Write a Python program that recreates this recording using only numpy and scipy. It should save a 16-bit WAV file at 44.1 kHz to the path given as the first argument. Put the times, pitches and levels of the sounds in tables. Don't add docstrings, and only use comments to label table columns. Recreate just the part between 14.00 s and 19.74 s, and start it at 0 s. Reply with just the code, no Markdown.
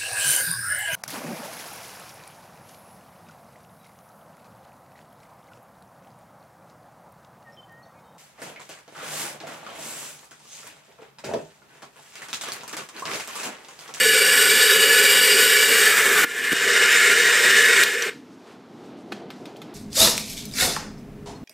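import sys
import numpy as np
from scipy import signal
from scipy.fft import rfft, irfft, next_fast_len
from scipy.io import wavfile
from scipy.ndimage import uniform_filter1d, minimum_filter1d, map_coordinates

SR = 44100
rng = np.random.default_rng(int(sys.argv[2]) if len(sys.argv) > 2 else 0)


def store_pcm(level_fs):
    pcm = np.round(np.clip(level_fs, -1, 1) * 32767).astype(np.int16)
    wavfile.write(sys.argv[1], SR, np.atleast_2d(pcm).T)


def boost(x):
    u = np.asarray(x, float) / 20
    return 10 ** u


N = 253134
TIME = np.arange(N) / SR
SIZE = next_fast_len(N + 8192)
FREQ = np.maximum(np.arange(SIZE // 2 + 1) * SR / SIZE, 1)
SWITCH_S, STOP_S = 3.8345, 4.098

# columns t/s, share held, share swinging, share laid down
PHONE_POSE = [
    (0, 1, 0, 0),
    (1.6, 1, 0, 0),
    (2.02, 0, 1, 0),
    (2.243, 0, 1, 0),
    (2.256, 0, 0, 1),
    (5.74, 0, 0, 1),
]


def unit(x):
    return x / np.sqrt(np.mean(x ** 2))


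def curves(rows):
    s, *columns = np.transpose(rows)
    return [np.interp(TIME, s, c) for c in columns]


def smooth_twice(x, length):
    return uniform_filter1d(uniform_filter1d(x, length), length)


def walk(rate):
    k = int(SR / rate)
    steps = np.repeat(rng.standard_normal(N // k + 1), k)
    return unit(smooth_twice(steps, k)[:N])


def since(s):
    return np.maximum(TIME - s, 0)


def fall(t, t60):
    return np.exp(-np.log(1000) * t / t60)


def ring(t, hz, t60):
    return np.sin(2 * np.pi * hz * t) * fall(t, t60)


def band_noise(lo_hz, hi_hz, size):
    sos = signal.butter(2, [lo_hz, hi_hz], "bandpass", fs=SR, output="sos")
    return unit(signal.sosfilt(sos, rng.standard_normal(size)))


def colour(points):
    hz, db = np.transpose(points)
    return boost(np.interp(np.log(FREQ), np.log(hz), db))


def causal(gain):
    cepstrum = irfft(np.log(gain + 1e-9), SIZE)
    cepstrum[1:SIZE // 2] *= 2
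    cepstrum[SIZE // 2 + 1:] = 0
    return np.exp(rfft(cepstrum))


def bands(x, gain, edges):
    spectrum = rfft(x, SIZE) * causal(gain)
    above = [1 / (1 + (e / FREQ) ** 16) for e in edges] + [0]
    return [unit(irfft(spectrum * (a - b), SIZE)[:N]) for a, b in zip(above, above[1:])]


def delayed(x, lag_s):
    return map_coordinates(x, [(TIME - lag_s) * SR], order=3, mode="nearest")


def patches(x, change):
    z = signal.stft(x, nperseg=1024, noverlap=768)[2]
    return signal.istft(z * change(z), nperseg=1024, noverlap=768)[1][:N]


def blur(field, bins, frames):
    return uniform_filter1d(uniform_filter1d(field, bins, axis=0), frames, axis=1)


def standing_waves(depth_db, width_hz):
    k = int(width_hz * SIZE / SR)
    return boost(depth_db * unit(smooth_twice(rng.standard_normal(len(FREQ)), k)))


def shifting_waves(z):
    field = blur(blur(rng.standard_normal(z.shape), 3, 20), 2, 20)
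    return boost(1.6 * unit(field))


def ducking():
    # columns t/s, depth/dB, attack/s, recovery/s
    ducks = [
        (2.2452, -20.5, 0.0044, 0.31),
        (3.8345, -7.5, 0.0044, 0.95),
    ]
    return sum(db * (1 - np.exp(-since(s) / attack)) * np.exp(-since(s) / back)
               for s, db, attack, back in ducks)


def grind_levels():
    # columns t/s, level/dB
    bean_load = [(0, -1), (.12, -1), (.2, -1.5), (.45, 0.5), (1.0, .5), (1.5, .5), (1.68, -2), (1.8, 0),
                 (2.08, -0.9), (2.16, 1.2), (2.24, 1), (2.6, 1), (3.08, 1.5), (3.22, -1), (3.35, 0),
                 (3.75, 0), (3.83, 1)]
    held_db, swing_db, laid_db = (-27.5, -17.5, -20.5, -24), (-30.5, -17.5, -24.5, -28.5), (-28, -15.5, -24, -28)
    wobble_db = np.c_[[1.5, .4, .6, .6]]
    covered_db = np.c_[[0.5, 0.5, -2.5, 1.5]]
    coast_db_per_s = np.c_[[-2, -29, -39, -35]]
    halt_db, halt_s = np.c_[[-10.5, -10, -12, -10]], 0.0036
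    ringout_t60_s = np.c_[[.6, 0.24, 0.25, .2]]

    db = np.transpose([held_db, swing_db, laid_db]) @ np.array(curves(PHONE_POSE))
    db = db + curves(bean_load)[0] + ducking()
    db = db + wobble_db * np.array([walk(29.97) for _ in wobble_db])
    db = db + covered_db * ((TIME > 2.2445) & (TIME < 2.522))
    db = db + coast_db_per_s * np.minimum(since(SWITCH_S), STOP_S - SWITCH_S)
    db = db + halt_db * (1 - np.exp(-since(STOP_S) / halt_s))
    return db - 60 * since(STOP_S) / ringout_t60_s


def housing(base, peaks, dips, base_db, top_db):
    power = (boost(base_db) * colour(base)) ** 2
    for hz, width, db in peaks:
        mode_db = db + top_db * (hz > 3300)
        power = power + boost(mode_db) ** 2 / (1 + (2 * (FREQ - hz) / width) ** 2) ** 2
    gain = np.sqrt(power) * standing_waves(1.24, 24.0)
    for hz, width, depth in dips:
        gain = gain * (1 - depth / (1 + (2 * (FREQ - hz) / width) ** 2))
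    return gain


def grinder():
    grind_edges = [340, 650, 3300, 9400]
    # columns f/Hz, level/dB
    held_colour = [(180, -67), (300, -30), (439, 2.5), (631, -21.5), (907, -20), (1730, -6), (2560, -7.5),
                   (2930, -8), (4070, -16.5), (4650, -13.5), (6050, -23), (8560, -11.5), (9760, -19),
                   (12700, -15), (15500, -17)]
    swing_colour = [(180, -30), (300, -15.5), (431, -2.5), (674, -21), (1020, -18.5), (1730, 0.5),
                    (2000, -7.5), (2360, -12.5), (4280, -14), (8140, -16), (9760, -15.5), (14500, -15),
                    (15500, -20)]
    laid_colour = [(180, -55), (300, -26), (404, -3.5), (468, -12.5), (756, -20), (1300, -8.5), (1420, -5),
                   (1750, 2), (3280, -9), (3690, -10), (4350, -8.5), (8280, -13.5), (9760, -35),
                   (11900, -37.5), (15500, -38)]
    # columns f/Hz, width/Hz, level/dB
    held_modes = [(402.8, 33, -8.5), (449, 26, -7.5), (509, 19, -11.0), (537, 25, -15.0), (1410, 30, -12),
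                  (1484.4, 46, -6.5), (1607, 19, -20), (1725.0, 62, -1.5), (1918, 18, -5.5),
                  (1945, 26, -13.5), (2180, 34, -18.5), (2298, 66, -5.5), (2870, 158, -8.5),
                  (3784, 76, -4.0), (4590, 130, -5.5), (4784, 240, -8.0), (5640, 300, -14),
                  (7000, 60, -6.0), (7450, 210, -17.0), (8490, 250, -8), (11100, 250, -16.0),
                  (13130, 300, -5.5)]
    swing_modes = [(450, 73, -21), (1746, 11, -0.5), (2213, 43, -5), (2365, 110, -10.5), (2845, 72, -13.5),
                   (3670, 180, -3), (7130, 230, -2.5), (8220, 550, -3.0)]
    laid_modes = [(405, 50, -9.5), (469.4, 56, -8.0), (1413, 23, -4), (1529, 45, -8), (1660, 23, -10.0),
                  (1730, 41, -0.5), (1890, 14, 0.0), (1930, 25, -2.5), (2144, 33, -3.5), (2102, 20, -3),
                  (2230, 24, -8.0), (2376, 62, -9), (2876, 78, -8.5), (3010, 78, -14.5), (3703, 133, 4.5),
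                  (4250, 65, -31), (5320, 290, -5), (7180, 230, 0.5), (8140, 190, -8)]
    # columns f/Hz, width/Hz, depth/0-1
    held_cancel = [(630, 80, .4), (2620, 100, .5), (4100, 250, .5), (9500, 250, .5), (13600, 350, .64),
                   (15000, 200, .55)]
    laid_cancel = [(2000, 50, .5), (9500, 200, .4), (10000, 300, .5), (12500, 250, .55), (13500, 200, .45),
                   (14100, 300, .6), (14900, 300, .55)]

    cracks = (rng.random(N) < .12) * rng.standard_normal(N) * boost(2.5 * rng.exponential(size=N))
    feed = boost(.5 * walk(29.27) + 1.0 * walk(70))
    drive = feed * (rng.standard_normal(N) + boost(-5) * unit(cracks))
    gains = [housing(held_colour, held_modes, held_cancel, base_db=-9, top_db=-12),
             housing(swing_colour, swing_modes, [], base_db=-7, top_db=-11),
             housing(laid_colour, laid_modes, laid_cancel, base_db=-9, top_db=-13)]
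    places = [bands(drive, gain, grind_edges) for gain in gains]
    shares = np.sqrt(curves(PHONE_POSE))
    out = 0
    for k, db in enumerate(grind_levels()):
        heard = sum(share * place[k] for share, place in zip(shares, places))
        swell = smooth_twice(heard ** 2, int(0.058 * SR))
        out = out + boost(db) * heard * swell ** -.3
    return out


def kitchen():
    # columns f/Hz, level/dB
    room_colour = [(15, -61), (25, -48), (148, -4), (267, 2.5), (469, -3.5), (552, -10), (614, -7),
                   (826, -10), (1110, -23), (1270, -24), (1950, -31), (2420, -32), (4040, -35.5),
                   (8810, -52.5), (15500, -60.5)]
    room_edges = [20, 340, 1000, 5000]
    level_db, creep_db = (-47, -51, -57, -67.5), (3.6, 6.2, 4.3, 0.3)
    creep_from_s, creep_tau_s = 4.3, .55
    duck_share, motor_rumble_db = 0.45, 2.5

    parts = bands(rng.standard_normal(N), colour(room_colour), room_edges)
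    common = duck_share * ducking() + motor_rumble_db * np.exp(-since(SWITCH_S) / 0.043)
    crept = 1 - np.exp(-since(creep_from_s) / creep_tau_s)
    out = 0
    for db, creep, part in zip(level_db, creep_db, parts):
        out = out + boost(db + common + creep * crept + 2.0 * walk(13)) * part
    return out


def knocks():
    # columns t/s, crack/dB, crack pitch f/Hz, body/dB, tick/dB
    blows = [(2.243, -23, 2350, -18, -40), (2.519, -20, 2300, -20, -17), (2.527, -17, 2300, -15, -13),
             (3.8345, -6, 4060, -30, -7), (4.0225, -12, 5960, -36, -22.5),
             (5.1168, -44.5, 4480, -54, -50.5), (5.12, -25.5, 1500, -31, -58),
             (5.1216, -31, 3330, -18, -44), (5.3034, -29, 3190, -30, -43), (5.4553, -30, 3700, -42, -43),
             (5.5605, -41, 3100, -55, -60), (5.5665, -42, 4500, -55, -45), (5.617, -31.5, 3500, -33, -42)]
    # columns f/Hz, level/dB, t60/s
    ware = [
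        (1267, 3.5, 0.017),
        (1500, -1, 0.024),
        (2500, -8, 0.031),
        (4240, -1, 0.0093),
    ]
    # columns t/s, level/dB, f/Hz, t60/s
    thuds = [
        (2.2427, -16.5, 305, 0.027),
        (2.5193, -15, 266, 0.022),
        (2.53, -8.5, 310, 0.012),
        (5.121, -35, 201, 0.36),
        (5.121, -24, 345, 0.063),
    ]
    near_fade_s, far_fade_s = 0.016, 0.03
    echo_s, echo_db = .0052, -7

    out = np.zeros(N + SR)
    t = np.arange(SR // 4) / SR
    n = len(t)
    rise = 1 - np.exp(-t / .0005)
    tail = fall(t, 0.38)
    for s, crack_db, hz, body_db, tick_db in blows:
        fade = fall(t, near_fade_s if s < STOP_S else far_fade_s)
        crack = ring(t, hz, .012) + band_noise(0.56 * hz, 1.25 * hz, n) * boost(-6.5) * fade
        crack = crack + boost(-23) * ring(t, 3235, .12)
        crack = crack + band_noise(910, 4900, n) * boost(-20) * tail
        body = sum(boost(db) * ring(t, f * (1 + 0.022 * rng.standard_normal()), t60) for f, db, t60 in ware) / 2
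        body = body + band_noise(400, 3500, n) * boost(-9.0) * fade
        tick = band_noise(6000, 16000, n) * (fade + boost(-23) * tail) / 2
        blow = rise * (boost(crack_db) * crack + boost(body_db) * body + boost(tick_db) * tick)
        wall_db = echo_db - 10 * (s < 4)
        for lag, db in [(0, 0), (echo_s, wall_db)]:
            i = int((s + lag) * SR)
            out[i:i + n] += boost(db) * blow
    for s, db, hz, t60 in thuds:
        i = int(s * SR)
        out[i:i + n] -= boost(db) * ring(t, hz, t60) * (1 - np.exp(-t / 0.00069))
    no_bass = signal.butter(2, 110, "highpass", fs=SR, output="sos")
    return signal.sosfilt(no_bass, out[:N])


def rustles():
    brushes = [
        (4.335, .04, -64),
        (4.505, .1, -63),
        (4.86, .05, -69.5),
        (5.0, .06, -64),
    ]
    swells = sum(boost(db) * np.exp(-(2 * (TIME - s) / length) ** 4) for s, length, db in brushes)
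    return band_noise(2900, 8500, N) * boost(1.5 * walk(120)) * swells


def scene():
    grind = patches(delayed(grinder(), .0001 * walk(4.1)), shifting_waves)
    return np.tile(boost(0.21) * grind + kitchen() + rustles() + knocks(), (2, 1))


def masked(z):
    # columns f/Hz, level/dB
    mask_limit = [
        (3500, -11),
        (8500, -11),
        (10000, -7),
        (13000, -5.5),
        (15500, -4.6),
    ]
    power = np.abs(z) ** 2
    hz = np.arange(len(z)) * SR / 1024
    limit = boost(2 * np.interp(hz, *np.transpose(mask_limit), left=-99))[:, None]
    weak = blur(power, 5, 6) < limit * blur(power, 44, 6)
    return 1 - .97 * blur(1. * weak, 2, 3)


def band_limit(x):
    return signal.sosfilt(signal.butter(12, 15690, fs=SR, output="sos"), x)


def record(dry):
    mic_low_hz, top_hz, ceiling = 65, 15330, .7
    x = signal.sosfilt(signal.butter(2, mic_low_hz, "highpass", fs=SR, output="sos"), dry[0])
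    hold = int(.002 * SR)
    limiter = minimum_filter1d(ceiling / np.maximum(np.abs(x), ceiling), 2 * hold)
    x = patches(x * uniform_filter1d(limiter, hold), masked)
    x = signal.sosfilt(signal.ellip(10, .3, 70, top_hz, fs=SR, output="sos"), x)
    return band_limit(np.tile(x, (2, 1)))


dry = scene()
out = record(dry)
store_pcm(out)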